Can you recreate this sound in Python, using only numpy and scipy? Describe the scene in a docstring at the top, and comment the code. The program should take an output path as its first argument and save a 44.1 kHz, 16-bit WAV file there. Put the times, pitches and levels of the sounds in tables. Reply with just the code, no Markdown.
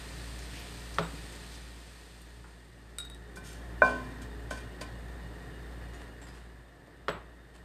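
"""Stirring spices in hot oil

Whole spices sizzle faintly in a steel pot on a kitchen stove, over the hum and air rush of a fan.
A wooden spoon clinks on the handle, grinds seeds across the bottom and strikes the wall, once hard,
setting the steel ringing. Before and after the stirring something hard is knocked close by,
and the shock gives the pot's handle a faint buzz."""
import sys
import numpy as np
from scipy import signal
from scipy.fft import rfft, irfft
from scipy.io import wavfile
from scipy.ndimage import uniform_filter1d

SR = 44100
rng = np.random.default_rng(int(sys.argv[2]) if len(sys.argv) > 2 else 0)


def waveform_to_disk(signal):
    """Save audio, clipped to [-1, 1], as 16-bit WAV at the path in sys.argv[1]."""
    frames = np.transpose(np.atleast_2d(signal))
    scaled = np.clip(frames, -1, 1) * 32767
    samples = np.round(scaled).astype(np.int16)
    wavfile.write(sys.argv[1], SR, samples)


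N = 336924
TIME = np.arange(N) / SR
AGE = np.arange(SR) / SR  # seconds since a hit; each one-shot lasts a second


def amp(db):
    """Decibels to gain."""
    return 10 ** (np.asarray(db) / 20)


def evened(x):
    """Scales to rms 1."""
    return x / np.sqrt(np.mean(x ** 2) + 1e-20)


def add(mix, start_s, sound):
    """Drops a sound into the mix."""
    part = mix[round(start_s * SR):][:len(sound)]
    part += sound[:len(part)]


def fade(t60):
    """A decay of 60 dB in t60 seconds."""
    return np.exp(-np.log(1000) * AGE / t60)


def stroke(rise_s, t60):
    """An envelope with a linear attack and an exponential release."""
    return np.minimum(AGE / rise_s, 1) * np.exp(-np.log(1000) * np.maximum(AGE - rise_s, 0) / t60)


def curve_at(points, hz):
    """Joins (freq_hz, value) points on a log-frequency axis."""
    point_hz, value = np.transpose(points)
    return np.interp(np.log(hz + 1), np.log(point_hz + 1), value)


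def coloured(x, spectrum, peaks=()):
    """Shapes noise with an EQ curve and resonant peaks; rms 1."""
    hz = np.fft.rfftfreq(len(x), 1 / SR)
    peaks_db = sum(lift / (1 + (2 * (hz - centre) / width) ** 2) for centre, width, lift in peaks)
    return evened(irfft(rfft(x) * amp(curve_at(spectrum, hz) + peaks_db), len(x)))


def noise(spectrum):
    """One second of noise through an EQ curve of (freq_hz, level_db) points."""
    return coloured(rng.standard_normal(SR), spectrum)


def grains(samples, per_s, spread_db):
    """Random tiny clicks, mostly small and a few large."""
    size = amp(spread_db * np.minimum(rng.exponential(1, samples), 4))
    return evened(size * rng.standard_normal(samples) * (rng.random(samples) < per_s / SR))


def flutter(rate_hz):
    """A smooth random wobble of level and phase that starts from nothing."""
    real, imaginary = rng.standard_normal((2, 1024))
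    steps = np.append(0, real + 1j * imaginary)
    return np.interp(AGE * rate_hz, np.arange(len(steps)), steps)


def ring(modes, tilt_db=0, rise_s=0.00039, damping=1, loose=0):
    """Modes dying after a hit, tilted per octave about 1 kHz; a loose contact makes them chatter."""
    sound = np.zeros(SR)
    for hz, db, t60 in modes:
        wobble = (1 + loose * flutter(hz / 36)) / np.hypot(1, loose)  # a nudge every 36 cycles
        tone = (wobble * np.exp(2j * np.pi * hz * AGE)).imag
        sound += amp(db + tilt_db * np.log2(hz / 1000)) * fade(t60 / damping) * tone
    return sound * (1 - np.exp(-AGE / rise_s))


def resonate(x, response):
    """Plays a sound through an impulse response of unit energy."""
    return signal.fftconvolve(x, response / np.linalg.norm(response))[:len(x)]


def in_pot(x, wet_db=-6):
    """Quick bounces between the steel walls give noise a hollow, finely ridged colour."""
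    bounces = noise([(1200, -3), (2500, -10), (14000, -4.5)]) * fade(t60=0.11)
    return evened(x + amp(wet_db) * resonate(x, bounces))


# The kitchen's reverb time: freq_hz, t60_s
ROOM_DECAY = [(150, 0.35), (500, 0.41), (1400, 0.37), (4000, 0.36), (12000, 0.098)]
def room_tail(wash, build_s):
    """Turns noise into reflections from tiles and cupboards: they build up, and the treble dies first."""
    hz, t, spectra = signal.stft(wash, SR, nperseg=256)
    decay = np.exp(-np.log(1000) * t / curve_at(ROOM_DECAY, hz)[:, None])
    tail = signal.istft(spectra * decay, SR, nperseg=256)[1]
    return tail[:SR] * (1 - np.exp(-AGE / build_s))


# Fader ride on the background bed: time_s, level_db
BED_RIDE = [(0.0, -51), (1.36, -52), (1.83, -57), (2.72, -59), (3.66, -50.5), (4.02, -47.5), (4.28, -49.5),
            (5.93, -50), (6.66, -57.5), (7.64, -57)]
def bed_gain():
    """Hum, air and sizzle sink and swell together."""
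    return amp(np.interp(TIME, *np.transpose(BED_RIDE)))


# The motor's partials: multiple_of_turning_rate, level_db
HUM_PARTIALS = [(1, 1.5), (2, -12), (3.08, -11.5), (4.12, -18.5), (5.02, -23.5)]
# EQ of the moving air: freq_hz, level_db
AIR_EQ = [(25, 1.5), (70, -9), (100, 3), (135, 4), (205, -6), (300, -3.5), (430, -5), (620, -8.5),
          (1000, -12.5), (1500, -14.5), (1980, -14.5), (2250, -22), (3600, -28.5), (6000, -52),
          (14000, -35.5)]
# Resonances in the air rush: centre_hz, width_hz, lift_db
AIR_RESONANCES = [(286.4, 10.7, 8), (367, 4.8, 9.5), (419, 4, 11), (707, 7, 10), (1747, 146, 8),
                  (1871, 57, 10), (2870, 19, 17.5), (3666, 91, 14), (5430, 50, 8), (6020, 70, 0),
                  (6920, 65, 10)]
def fan(turning_hz=57.8, wander=0.0046, beat_s=0.683, swell_at_s=0.33, hum_db=7, air_db=2):
    """A wandering motor hum beats with a weaker, slightly higher one and recedes behind rushing air."""
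    drift = evened(uniform_filter1d(uniform_filter1d(rng.standard_normal(N), size=6000), size=6000))
    turns = np.cumsum(turning_hz * (1 + wander * drift)) / SR
    phases = rng.random(len(HUM_PARTIALS))
    hum = evened(sum(amp(db) * np.sin(2 * np.pi * (multiple * turns + phase))
                     for (multiple, db), phase in zip(HUM_PARTIALS, phases)))
    second_hum = evened(np.sin(2 * np.pi * (turns + phases[0] + (TIME - swell_at_s) / beat_s)))
    recede_db = -0.4 * TIME
    dip_db = -5.5 * np.exp(-((TIME - 6.85) / 0.2) ** 2)  # the hum dips briefly near the end
    hums = amp(hum_db + recede_db + dip_db) * (hum + amp(-12.5) * second_hum)
    air = coloured(rng.standard_normal(N), AIR_EQ, AIR_RESONANCES)
    return bed_gain() * (hums + amp(air_db) * air)


# EQ of the sizzle: freq_hz, level_db
SIZZLE_EQ = [(200, -18), (700, -5.5), (2400, -2), (4600, -2), (5700, -8), (7300, -8.5), (8300, -5.5),
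             (8900, -3.5), (9400, -10), (9900, -17.5), (12000, -16.5), (14000, -19.5)]
# The sizzle flares up: start_s, level_db, rise_s, t60_s, centre_hz
SIZZLE_FLARES = [(.49, -48.5, 0.061, 0.84, 2470), (.575, -58, .025, .2, 13500),
                 (1.468, -54, 0.081, .25, 4000)]
def oil(sizzle_db=0.8, calm_start_s=2.01, calm_length_s=1.4, calm_db=-13):
    """Thousands of tiny bubbles burst into a hiss that flares a few times, then calms to a simmer."""
    bubbles = grains(N, per_s=7000, spread_db=1) + 0.86 * rng.standard_normal(N)
    hiss = coloured(in_pot(bubbles, wet_db=-8.5), SIZZLE_EQ)
    calm = np.clip((TIME - calm_start_s) / calm_length_s, 0, 1)
    out = amp(sizzle_db + calm_db * calm) * bed_gain() * hiss
    for start_s, db, rise_s, t60, hz in SIZZLE_FLARES:
        flare_eq = [(hz / 2, -14), (hz, 0), (hz * 2, -9), (hz * 4, -24)]
        fizz = coloured(grains(SR, per_s=7000, spread_db=0), flare_eq)
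        add(out, start_s, amp(db) * stroke(rise_s, t60) * fizz)
    return out


def puffs(cues, db_per_octave):
    """Short noise bursts, each rolling off for three octaves either side of its centre."""
    out = np.zeros(N)
    for start_s, db, hz, t60 in cues:
        band = [(hz / 8, 3 * db_per_octave), (hz, 0), (hz * 8, 3 * db_per_octave)]
        add(out, start_s, amp(db) * fade(t60) * noise(band))
    return out


# Bright little snaps: start_s, level_db, centre_hz, t60_s
SEED_POPS = [(.3901, -46, 6500, .03), (.9429, -47, 5500, .04), (1.325, -49, 7450, .03),
             (2.216, -53, 8600, .04)]
def seed_pops():
    """Seeds crack in the heat."""
    return puffs(SEED_POPS, db_per_octave=-22)


# Dull thuds: start_s, level_db, centre_hz, t60_s
HANDLING_BUMPS = [(1.135, -43.5, 157, 0.18), (2.442, -48.5, 1080, 0.08), (3.37, -45, 171, 0.23),
                  (6.873, -49, 450, 0.18)]
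def bumps():
    """Soft bumps of handling."""
    return puffs(HANDLING_BUMPS, db_per_octave=-16)


# EQ of the friction: freq_hz, level_db
RUB_EQ = [(300, 7.5), (1500, 5), (3000, 0.5), (6300, -9.5), (8500, -4.5), (14000, -22)]
# Short rubbing strokes: start_s, level_db, rise_s, t60_s, squeak_hz, squeak_lift_db
RUB_STROKES = [(5.932, -52.5, .005, 0.25, 6850, 13), (5.975, -55, 0.037, 0.25, 4300, 6),
               (6.216, -50.5, 0.0026, 0.2, 7600, 19), (6.265, -53.5, 0.0063, 0.4, 4980, 13),
               (6.32, -56.5, 0.032, 0.62, 2600, -1), (7.532, -56.5, 0.021, 0.18, 7850, 4)]
def rubs(squeak_width_hz=420):
    """Something light rubs beside the stove: fine friction, squeaking at one resonance."""
    out = np.zeros(N)
    for start_s, db, rise_s, t60, squeak_hz, lift_db in RUB_STROKES:
        squeak = [(squeak_hz, squeak_width_hz, lift_db)]
        friction = coloured(grains(SR, per_s=5000, spread_db=3.5), RUB_EQ, squeak)
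        add(out, start_s, amp(db) * stroke(rise_s, t60) * friction)
    return out


# Modes of a hard, dead knock: pitch_hz, level_db, t60_s
KNOCK_MODES = [(424, -16.5, 0.14), (556, -14.5, 0.097), (653, -20, 0.17), (966, -14, 0.064),
               (1182, -7, 0.036), (1330, 8.5, 0.011), (1744, 5, 0.0091), (3310, -4.5, 0.01)]
# The handle, shaken through the pot: pitch_hz, level_db, t60_s
BUZZ_MODES = [(3772, -3, .19), (7850, -3, .2), (12220, -13, .17)]
# EQ of the kitchen's answer to a knock: freq_hz, level_db
KNOCK_ROOM_EQ = [(100, 3), (260, 1), (410, 3.5), (800, 1), (1300, 3), (2200, -8), (3700, -12.5),
                 (6000, -31), (9000, -26), (13000, -66)]
# Knocks close by: start_s, level_db, tilt_db_per_octave, bounce_db, thump_db,
# buzz_db, buzz_tilt_db_per_octave, buzz_delay_s, room_db
KNOCK_HITS = [(0.9846, -14, -1, -32, -31, -30, -5, 0.037, -32.5),
              (7.0828, -17, -4, -24, -43.5, -55.5, 3, 0.006, -33)]
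def knocks(crack_db=-20, bounce_s=0.0098, thump_hz=166):
    """A crack and a dead knock settle with a small bounce; the worktop thumps and the room answers."""
    out = np.zeros(N)
    for start_s, db, tilt_db, bounce_db, thump_db, buzz_db, buzz_tilt, delay_s, room_db in KNOCK_HITS:
        crack = noise([(300, -24), (1500, 11.5), (4500, 9.5), (7000, -5), (14000, -17)]) * fade(t60=0.06)
        body = ring(KNOCK_MODES, tilt_db, rise_s=0.001)
        add(out, start_s, amp(db) * (body + amp(crack_db) * crack))
        bounce = ring(KNOCK_MODES, tilt_db=3.5, rise_s=0.00072, damping=1.9)
        add(out, start_s + bounce_s, amp(bounce_db) * bounce)
        add(out, start_s, amp(thump_db) * ring([(thump_hz, 13, 0.2)], rise_s=0.033))
        # the shock travels through the stove and shakes the pot's handle a moment later
        add(out, start_s + delay_s, amp(buzz_db) * ring(BUZZ_MODES, buzz_tilt, rise_s=0.005, loose=1.1))
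        add(out, start_s, amp(room_db) * room_tail(noise(KNOCK_ROOM_EQ), build_s=0.0069))
    return out


# Modes of the thin steel handle: pitch_hz, level_db, t60_s
HANDLE_MODES = [(1400, 3, 0.019), (3790, -8.5, 0.27), (3776, 2, 0.12), (4700, -25, .2), (7880, -11, 0.13),
                (8350, -18, 0.088), (8740, -11, .07), (12350, -18, .08)]
# Light taps on the handle: start_s, click_db, ring_db
HANDLE_TAPS = [(2.9851, -27, -36.5), (3.002, -39, -42), (3.0509, -46, -46.5), (3.099, -41.5, -49.5),
               (3.147, -45.5, -79)]
def handle_clinks():
    """The spoon grazes the handle and bounces: sharp clicks and a thin, chattering ring."""
    out = np.zeros(N)
    click_eq = [(500, 3), (3500, -0.5), (7000, -2), (9000, 12.5), (10500, -6), (14000, -7)]
    for start_s, click_db, ring_db in HANDLE_TAPS:
        click = noise(click_eq) * fade(t60=0.01)
        add(out, start_s, amp(click_db) * click + amp(ring_db) * ring(HANDLE_MODES, loose=0.64))
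    return out


# The steel pot with the spoon against it, from ringing wall to wooden clonk: pitch_hz, level_db, t60_s
POT_MODES = [ (621, -13.5, .22), (632, -29, .6), (1050, -9, .17), (1046, -30, .75), (1521, -10.5, .25),
             (1523, -33, .75), (2382, -19.5, .18), (2387, -38, .6), (252, -23, 1.0), (327, -27, .5),
             (424, -23, .42), (566, -17, .27), (669, -18, .24), (862, -26, .24), (1002, -24, .47),
             (1425, -26, .16), (1485, -21, .11), (194, -23, 0.22), (511, -20, 0.19), (603, 2.5, 0.035),
             (736, -15.5, 0.17), (1110, -10, 0.039), (1502, 0, 0.033), (1620, -13.5, 0.059),
             (1864, -27, 0.11), (3660, -39, .1)]
def pot_ring(tilt_db, **contact):
    """The round wall rings in close pairs of modes: the spoon damps one of each, its twin lingers."""
    return ring(POT_MODES, tilt_db, **contact)


# EQ of the crunch: freq_hz, level_db
CRUNCH_EQ = [(300, -2), (1200, -3.5), (3000, 9), (5500, -1), (8500, 1.5), (10000, -4), (14000, -14)]
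# Resonances of the pot bottom under the seeds: centre_hz, width_hz, lift_db
BOTTOM_RESONANCES = [(2460, 110, 7.5), (2930, 60, -1), (3000, 200, 2), (4690, 120, 11.5), (5370, 210, 8),
                     (6350, 560, 4.5), (8760, 130, 8.5), (10300, 200, -12)]
# The spoon pushes and crushes seeds: start_s, level_db, rise_s, t60_s, pot_ring_db, tilt_db_per_octave
SEED_SCRAPES = [(3.355, -49.5, 0.0076, 0.11, 0, 5), (3.425, -51, 0.036, 0.64, 0, 3.5),
                (3.528, -48, 0.0022, 0.046, -16, 4), (3.822, -47, 0.031, 0.58, -20, -1.5),
                (4.215, -50, 0.0048, 0.11, 2, 2.5), (4.502, -43, 0.0076, 0.17, 0, 0.5),
                (4.535, -53.5, 0.043, 0.28, 3, 0.5), (4.808, -41, 0.0058, 0.079, 3, 0.5)]
def seed_scrapes():
    """Seeds grind between spoon and steel, and their clicks set the pot ringing."""
    out = np.zeros(N)
    pot = pot_ring(tilt_db=3, damping=4.7)
    for start_s, db, rise_s, t60, ring_db, tilt_db in SEED_SCRAPES:
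        tilted_eq = [(hz, eq_db + tilt_db * np.log2(hz)) for hz, eq_db in CRUNCH_EQ]
        grit = in_pot(grains(SR, per_s=7000, spread_db=0.5))
        crunch = stroke(rise_s, t60) * coloured(grit, tilted_eq, BOTTOM_RESONANCES)
        add(out, start_s, amp(db) * (crunch + amp(ring_db) * resonate(crunch, pot)))
    return out


# The spoon strikes the pot: start_s, level_db, tilt_db_per_octave, damping_factor, contact_s
SPOON_HITS = [(3.369, -36.5, 6.5, 1.4, 0.005), (3.8193, -9.5, 1.8, 0.8, 0.0015),
              (4.5095, -28.5, -0.5, 1.22, 0.0018), (4.8124, -36.5, -0.5, 0.78, 0.0033)]
def spoon_hits(tick_db=-41):
    """Wood is soft: its blows wake mainly the pot's low modes, with only a faint tick."""
    out = np.zeros(N)
    for start_s, db, tilt_db, damping, contact_s in SPOON_HITS:
        tick = noise([(500, -10), (3200, 7), (5000, 4), (14000, -16)]) * fade(t60=0.12)
        body = pot_ring(tilt_db, rise_s=contact_s, damping=damping, loose=0.1)
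        add(out, start_s, amp(db) * (body + amp(tick_db) * tick))
    return out


def scene(hit_send_db=-11, detail_send_db=-8):
    """Spoon hits and small details with kitchen reverb, mixed in mono with knocks, sizzle and fan."""
    hits = spoon_hits()
    details = seed_scrapes() + handle_clinks() + rubs() + seed_pops() + bumps()
    send = amp(hit_send_db) * hits + amp(detail_send_db) * details
    reverb = resonate(send, room_tail(rng.standard_normal(SR), build_s=0.0027))
    return (hits + details + reverb + knocks() + oil() + fan())[None]


def record(dry, low_cut_hz=38, high_cut_hz=14200):
    """A small microphone with no deep bass, then a steep high cut."""
    low_cut = signal.butter(4, low_cut_hz, "highpass", fs=SR, output="sos")
    high_cut = signal.firwin(511, high_cut_hz, window=("kaiser", 9), fs=SR)
    return signal.oaconvolve(signal.sosfilt(low_cut, dry), high_cut[None], "same")


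dry = scene()
out = record(dry)
waveform_to_disk(out)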